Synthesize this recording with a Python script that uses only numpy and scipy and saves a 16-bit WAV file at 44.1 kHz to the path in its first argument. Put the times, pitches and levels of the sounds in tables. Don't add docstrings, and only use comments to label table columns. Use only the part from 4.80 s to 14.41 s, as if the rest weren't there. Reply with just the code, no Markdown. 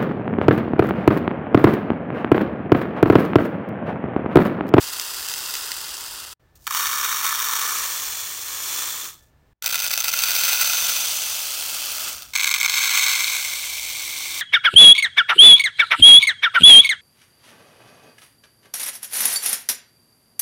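import sys
import numpy as np
from scipy import signal
from scipy.fft import rfft, irfft
from scipy.io import wavfile
from scipy.ndimage import uniform_filter1d

SR = 44100
rng = np.random.default_rng(int(sys.argv[2]) if len(sys.argv) > 2 else 0)


def materialize(psi):
    bounded = np.clip(np.atleast_2d(psi).T, -1, 1)
    quanta = np.round(bounded * 32767).astype(np.int16)
    wavfile.write(sys.argv[1], SR, quanta)


N = 423801
TIME_S = np.arange(N) / SR
FILTER_HZ = np.maximum(np.fft.rfftfreq(4096, 1 / SR), 1)


def pour(span_s, flow, share, bare, heap, bare_db, heap_db, knock_db, heap_per_s, ringing=0):
    trickle_per_s, stream_per_s, build_up_s = 400, 1850, .013
    level, opened = flow
    built_up = 1 - (1 - opened) * np.exp(-np.maximum(TIME_S - span_s[0], 0) / build_up_s)
    level = level * built_up * between(*span_s)
    bare_per_s = (trickle_per_s + (stream_per_s - trickle_per_s) * opened) * np.sqrt(share)
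    on_plastic = from_db(bare_db) * level * np.sqrt(share) * impacts(bare_per_s, spread_db=3)
    clumps = rms_one(uniform_filter1d(rng.standard_normal(N), size=500))
    on_plastic *= from_db(1.6 * clumps - .3)
    thinning = np.sqrt(level / level.max())
    on_heap = from_db(heap_db) * level * np.sqrt(1 - share)
    on_heap *= impacts(heap_per_s * thinning, spread_db=4.5)
    knocks = from_db(knock_db) * knock_clicks(span_s)
    clatter = rattle(on_plastic, jostle_db=2, jostle_t60_s=.01, echo_db=-7, echo_t60_s=.04)
    strikes = rattle(knocks, jostle_db=6.5, jostle_t60_s=.013, echo_db=-4, echo_t60_s=.05)
    hiss = rattle(on_heap, jostle_db=-1, jostle_t60_s=.009, echo_db=-5, echo_t60_s=.06)
    duller = bare + slope_db([(4000, .37), (12000, -1.5)])
    return colour(clatter, bare) + colour(strikes, duller) + colour(hiss, heap) + level * ringing


def orange_pour():
    # (time [s], level [dB])
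    flow = [(0.0, -35.5), (0.724, -35), (1.396, -39), (1.52, -43.5)]
    # (frequency [Hz], gain [dB])
    bare = [(60, -22), (200, -11), (600, -20), (1100, -12), (2000, 6), (3200, 6.5), (6500, 10.5),
            (9500, 3.5), (16000, 0)]
    heap = [(60, -20), (200, -14.5), (600, -5.5), (1100, -2.5), (2000, -2.5), (3200, 3.5), (6500, 1.5),
            (9500, 5), (16000, -14.5)]
    # (frequency [Hz], width [Hz], gain [dB])
    modes = [(382, 120, 7), (946, 290, 5.5), (1381, 450, 8), (2310, 135, -13.5), (2740, 120, 5),
             (4155, 490, -3), (4650, 470, 4.5), (5080, 450, 3), (5560, 140, -6), (6580, 320, -4),
             (8830, 318, -4), (9300, 410, -4.5)]
    return pour((0, 1.532), stream(flow, opens_s=0, trickle_db=1, run_out_db_per_s=100),
                bare_share(covered_s=1.25, fade_s=.12, first=.16, last=.05),
                response_db(bare, modes), response_db(heap, modes),
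                bare_db=4.5, heap_db=4, knock_db=5.5, heap_per_s=5500)


def yellow_pour():
    # (time [s], level [dB])
    flow = [(1.96, -27.5), (2.02, -29), (2.97, -29), (3.61, -35.5), (4.0, -29.5), (4.27, -36.5)]
    # (frequency [Hz], gain [dB])
    bare = [(60, -27.5), (200, -20.5), (600, -16.5), (1100, 6), (2000, -2.5), (3200, 2.1), (6500, 1),
            (9500, -0.9), (16000, -4)]
    heap = [(60, -31), (200, -25.5), (600, -20.5), (1100, -2), (2000, -10), (3200, -1), (6500, 5),
            (9500, -2.5), (16000, -8)]
    # (frequency [Hz], width [Hz], gain [dB])
    empty = [(474, 47, 9.5), (720, 60, -18.5), (1203, 610, 8), (1628, 68, -13.5), (1720, 260, 10.5),
             (2316, 260, 7), (2610, 160, -7), (3760, 240, 11), (3930, 230, -12), (4480, 77, 10.5),
             (4810, 630, -7.5), (5710, 308, 13), (5740, 110, -6), (6400, 510, 5)]
    filled = [(452, 500, 12), (1807, 290, 7.5), (2300, 360, 6.5), (3430, 44, 8.5), (3800, 150, -8.5),
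              (4540, 76, -8.5), (5010, 530, -7), (6150, 91, -1), (6500, 210, -4), (7900, 54, -11.5)]
    tube = [(360, 60, -18), (1200, 160, -7), (3500, 160, -3), (7150, 220, -12.5)]
    return pour((1.865, 4.6), stream(flow, opens_s=1.916, trickle_db=-15, run_out_db_per_s=205),
                bare_share(covered_s=2.9, fade_s=.09, first=.78, last=.0097),
                response_db(bare, empty), response_db(heap, filled),
                bare_db=4.5, heap_db=6, knock_db=7.5, heap_per_s=9000,
                ringing=tube_ring(tube, empty_s=4.5))


def green_pour():
    # (time [s], level [dB])
    flow = [(4.87, -27.5), (5.51, -26), (5.58, -24), (6.06, -26.5), (6.59, -31), (7.28, -32)]
    # (frequency [Hz], gain [dB])
    bare = [(60, -14), (200, -15.5), (600, -6), (1100, -8.5), (2000, -9.5), (3200, 0.5), (6500, 1.5),
            (9500, -3.5), (16000, -5)]
    heap = [(60, -31), (200, -25.5), (600, -14), (1100, -13), (2000, -5), (3200, 4), (6500, 0.7),
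            (9500, -0.4), (16000, -9)]
    # (frequency [Hz], width [Hz], gain [dB])
    empty = [(346, 270, -12), (1240, 57, -12), (1406, 320, 15.5), (1897, 116, -20), (1958, 250, 16.0),
             (2523, 340, 11.5), (3510, 70, -10), (3600, 100, 8), (4680, 445, 4.5), (5120, 200, -5),
             (6240, 380, 11), (6580, 400, -10.5), (7230, 169, -9), (7440, 64, 4)]
    filled = [(262, 39, 8.5), (784, 640, 7.5), (1263, 230, 5.5), (1830, 100, -8), (2360, 80, 0),
              (2620, 110, 5), (3740, 410, -7), (4700, 230, 2.5), (5140, 83, -4), (6100, 200, 1)]
    tube = [(330, 120, -25), (656, 110, -18), (1311, 200, -7), (3480, 200, -11), (5650, 400, -6)]
    ringing = tube_ring(tube, empty_s=7.4) + thin_layer_ring(from_s=5.77, until_s=6.63, fade_s=.065)
    return pour((4.82, 7.53), stream(flow, opens_s=5.37, trickle_db=-2, run_out_db_per_s=91),
                bare_share(covered_s=6.09, fade_s=.093, first=.92, last=.05),
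                response_db(bare, empty), response_db(heap, filled),
                bare_db=5.5, heap_db=6, knock_db=9, heap_per_s=7500, ringing=ringing)


def teal_pour():
    # (time [s], level [dB])
    flow = [(7.96, -28.5), (8.238, -28), (8.888, -34), (9.524, -35), (9.57, -34)]
    # (frequency [Hz], gain [dB])
    bare = [(60, -34), (200, -21.5), (600, -18.5), (1100, 6.5), (2000, 11), (3200, 10), (6500, 3.4),
            (9500, -1.5), (16000, -6.5)]
    heap = [(60, -27), (200, -26), (600, -9), (1100, -7.5), (2000, -11.5), (3200, 4.5), (6500, 6),
            (9500, 0.5), (16000, -8.5)]
    # (frequency [Hz], width [Hz], gain [dB])
    empty = [(623, 140, 6), (1290, 65, -15), (1840, 81, -12), (1860, 186, -19), (2213, 410, 11),
             (2830, 580, -7.5), (3780, 170, 4.5), (4400, 450, 7), (4600, 240, -8.5), (5004, 180, -17),
             (5320, 140, 5.5), (6340, 175, 13.5), (7720, 310, 9)]
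    filled = [(333, 67, -5), (436, 59, -3), (950, 97, 1), (1380, 113, -9), (1890, 120, -4), (2133, 270, 15),
              (2330, 270, 13), (3620, 77, 2.5), (5000, 360, -8), (6400, 72, 4), (6730, 450, -8)]
    tube = [(342, 46, -19), (1120, 140, -13.5), (2220, 200, -5), (3670, 250, -4)]
    return pour((7.53, 9.7), stream(flow, opens_s=7.93, trickle_db=-4.5, run_out_db_per_s=5),
                bare_share(covered_s=8.444, fade_s=.1, first=.94, last=.045),
                response_db(bare, empty), response_db(heap, filled),
                bare_db=5.5, heap_db=5, knock_db=5.5, heap_per_s=6000,
                ringing=tube_ring(tube, empty_s=9.67))


def stream(flow, opens_s, trickle_db, run_out_db_per_s):
    times_s, levels_db = np.transpose(flow)
    flow_db = np.interp(TIME_S, times_s, levels_db)
    opened = rise(opens_s, width_s=.015)
    run_out_db = run_out_db_per_s * np.maximum(TIME_S - times_s[-1], 0)
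    return from_db(flow_db + trickle_db * (1 - opened) - run_out_db), opened


def bare_share(covered_s, fade_s, first, last):
    return (first + (last - first) * rise(covered_s, fade_s)).clip(1e-3, 1)


def impacts(per_s, spread_db):
    hits = rng.random(N) < per_s / SR
    clicks = hits * from_db(spread_db * rng.standard_normal(N).clip(-2, 2.5)) * rng.choice([-1, 1], N)
    power = np.abs(uniform_filter1d(clicks ** 2, size=2646))
    return clicks / np.sqrt(power + 1e-9)


def knock_clicks(span_s):
    # (time [s], relative level [dB])
    knocks = [(0.1344, -13), (0.1974, -10.5), (0.4865, -14), (0.5386, -11.5), (0.7392, -12), (0.7527, -12),
              (0.9174, -8), (1.8687, -7.5), (1.8761, -7.5), (1.9086, -7.5), (1.9479, -4), (1.9732, -10),
              (2.0687, -4.5), (2.1318, -7), (2.2653, -13), (2.5084, -7), (4.8246, -14), (4.8424, -9.5),
              (4.8602, -7), (4.877, -7), (4.9066, -11), (4.9444, -9), (4.9558, 1), (5.0016, -6),
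              (5.0649, -5), (5.1379, -1.5), (5.1766, -2), (5.282, -4.5), (5.339, -1.5), (5.3896, -1.5),
              (5.437, -2.5), (5.8132, 2.5), (7.2963, -19), (7.422, -17.5), (7.5374, -17), (7.5545, -3.5),
              (7.5605, -3.5), (7.5946, -7.5), (7.6111, -6.5), (7.6316, -7), (7.644, -1.5), (7.67, -4.5),
              (7.6737, -7), (7.7124, -3.5), (7.7404, -2.5), (7.7616, -7.5), (7.8012, -7.5), (7.8132, -8),
              (7.8298, -3), (7.856, -7), (7.8604, -3.5), (7.8968, -2)]
    times_s, levels_db = np.transpose(knocks)
    return np.bincount((times_s * SR).astype(int), from_db(levels_db), N) * between(*span_s)


def rattle(clicks, jostle_db, jostle_t60_s, echo_db, echo_t60_s):
    jostle, echo = from_db(jostle_db), from_db(echo_db)
    sound = clicks + jostle * scatter(clicks, jostle_t60_s) + echo * scatter(clicks, echo_t60_s)
    return sound / np.sqrt(1 + jostle ** 2 + echo ** 2)


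def scatter(clicks, t60_s):
    pole = from_db(-120 / (t60_s * SR))
    power = signal.lfilter([1 - pole], [1, -pole], clicks ** 2 + 1e-18)
    return np.sqrt(power) * rng.standard_normal(N)


def tube_ring(modes, empty_s, swell_db_per_s=16):
    return ring(modes) * from_db(-swell_db_per_s * np.maximum(empty_s - TIME_S, 0))


def thin_layer_ring(from_s, until_s, fade_s):
    # (frequency [Hz], width [Hz], level re stream [dB])
    modes = [(3600, 90, -9.5), (6100, 160, -3)]
    return ring(modes) * rise(from_s, fade_s) * (1 - rise(until_s, fade_s))


def ring(modes):
    clicks = impacts(per_s=2000, spread_db=5) + 1e-18
    return sum(from_db(db) * rms_one(signal.lfilter(*signal.iirpeak(hz, hz / width_hz, fs=SR), clicks))
               for hz, width_hz, db in modes)


def slide(per_s):
    # (start [s], level [dB], slope [dB/s], length [s])
    shifts = [(1.754, -49.5, -500, .04), (1.791, -62, 200, 0.093), (4.395, -63, -400, .025),
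              (4.423, -58, -200, .08)]
    level = np.zeros(N)
    for start_s, db, db_per_s, length_s in shifts:
        age_s = (TIME_S - start_s).clip(0, length_s)
        level += from_db(db + db_per_s * age_s) * between(start_s, start_s + length_s)
    ticks = level * impacts(per_s, spread_db=0)
    patter = rattle(ticks, jostle_db=2, jostle_t60_s=.009, echo_db=0, echo_t60_s=.06)
    return colour(patter, slope_db([(600, -20), (2000, -8), (6500, 3), (16000, -6)]))


def room(rms_db, whine_hz, whine_width_hz, whine_db):
    # (frequency [Hz], relative density [dB])
    rumble = [(22, -21.5), (48, -4.5), (80, -8.5), (140, -12), (190, -21), (260, -21.5), (500, -25.5),
              (1200, -29.5), (2100, -35.5), (10900, -49.5), (15000, -53)]
    spectrum_db = response_db(rumble, [(whine_hz, whine_width_hz, whine_db)])
    return from_db(rms_db) * rms_one(colour(rng.standard_normal(N), spectrum_db))


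def response_db(broad, modes):
    bells_db = sum(db / (1 + (2 * (FILTER_HZ - hz) / width_hz) ** 2) for hz, width_hz, db in modes)
    return slope_db(broad) + bells_db


def slope_db(points):
    hz, db = np.transpose(points)
    return np.interp(np.log(FILTER_HZ), np.log(hz), db)


def colour(x, gain_db):
    cepstrum = irfft(np.log(from_db(gain_db)))
    half = len(cepstrum) // 2
    cepstrum[1:half] *= 2
    cepstrum[half + 1:] = 0
    impulse = irfft(np.exp(rfft(cepstrum)))
    return signal.oaconvolve(x, impulse)[:N]


def between(start_s, end_s):
    inside = (TIME_S >= start_s) & (TIME_S < end_s)
    return uniform_filter1d(inside.astype(float), size=130).clip(0, 1)


def rise(at_s, width_s):
    return .5 + .5 * np.tanh((TIME_S - at_s) / (2 * width_s))


def from_db(db):
    return 10 ** (np.asarray(db) / 20)


def rms_one(x):
    return x / np.sqrt(np.mean(x ** 2) + 1e-20)


def scene():
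    beads = orange_pour() + yellow_pour() + green_pour() + teal_pour() + slide(per_s=1200)
    background = room(rms_db=-58, whine_hz=1750, whine_width_hz=60, whine_db=12.5)
    return (beads + background)[None]


def record(dry):
    # (start [s], end [s])
    dropouts = [(1.538, 1.596), (4.733, 4.819)]
    # (frequency [Hz], gain [dB])
    microphone = [(9500, -0.5), (11300, -3), (12900, -2), (13150, 7)]
    leak_db, cutoff_hz = -27, 15950
    gate = 1 - sum(between(*span_s) for span_s in dropouts)
    heard = colour(dry[0] * (gate + from_db(leak_db)), slope_db(microphone))
    lowpass = signal.ellip(12, .1, 80, cutoff_hz, fs=SR, output="sos")
    return signal.sosfilt(lowpass, heard)[None]


dry = scene()
out = record(dry)
materialize(out)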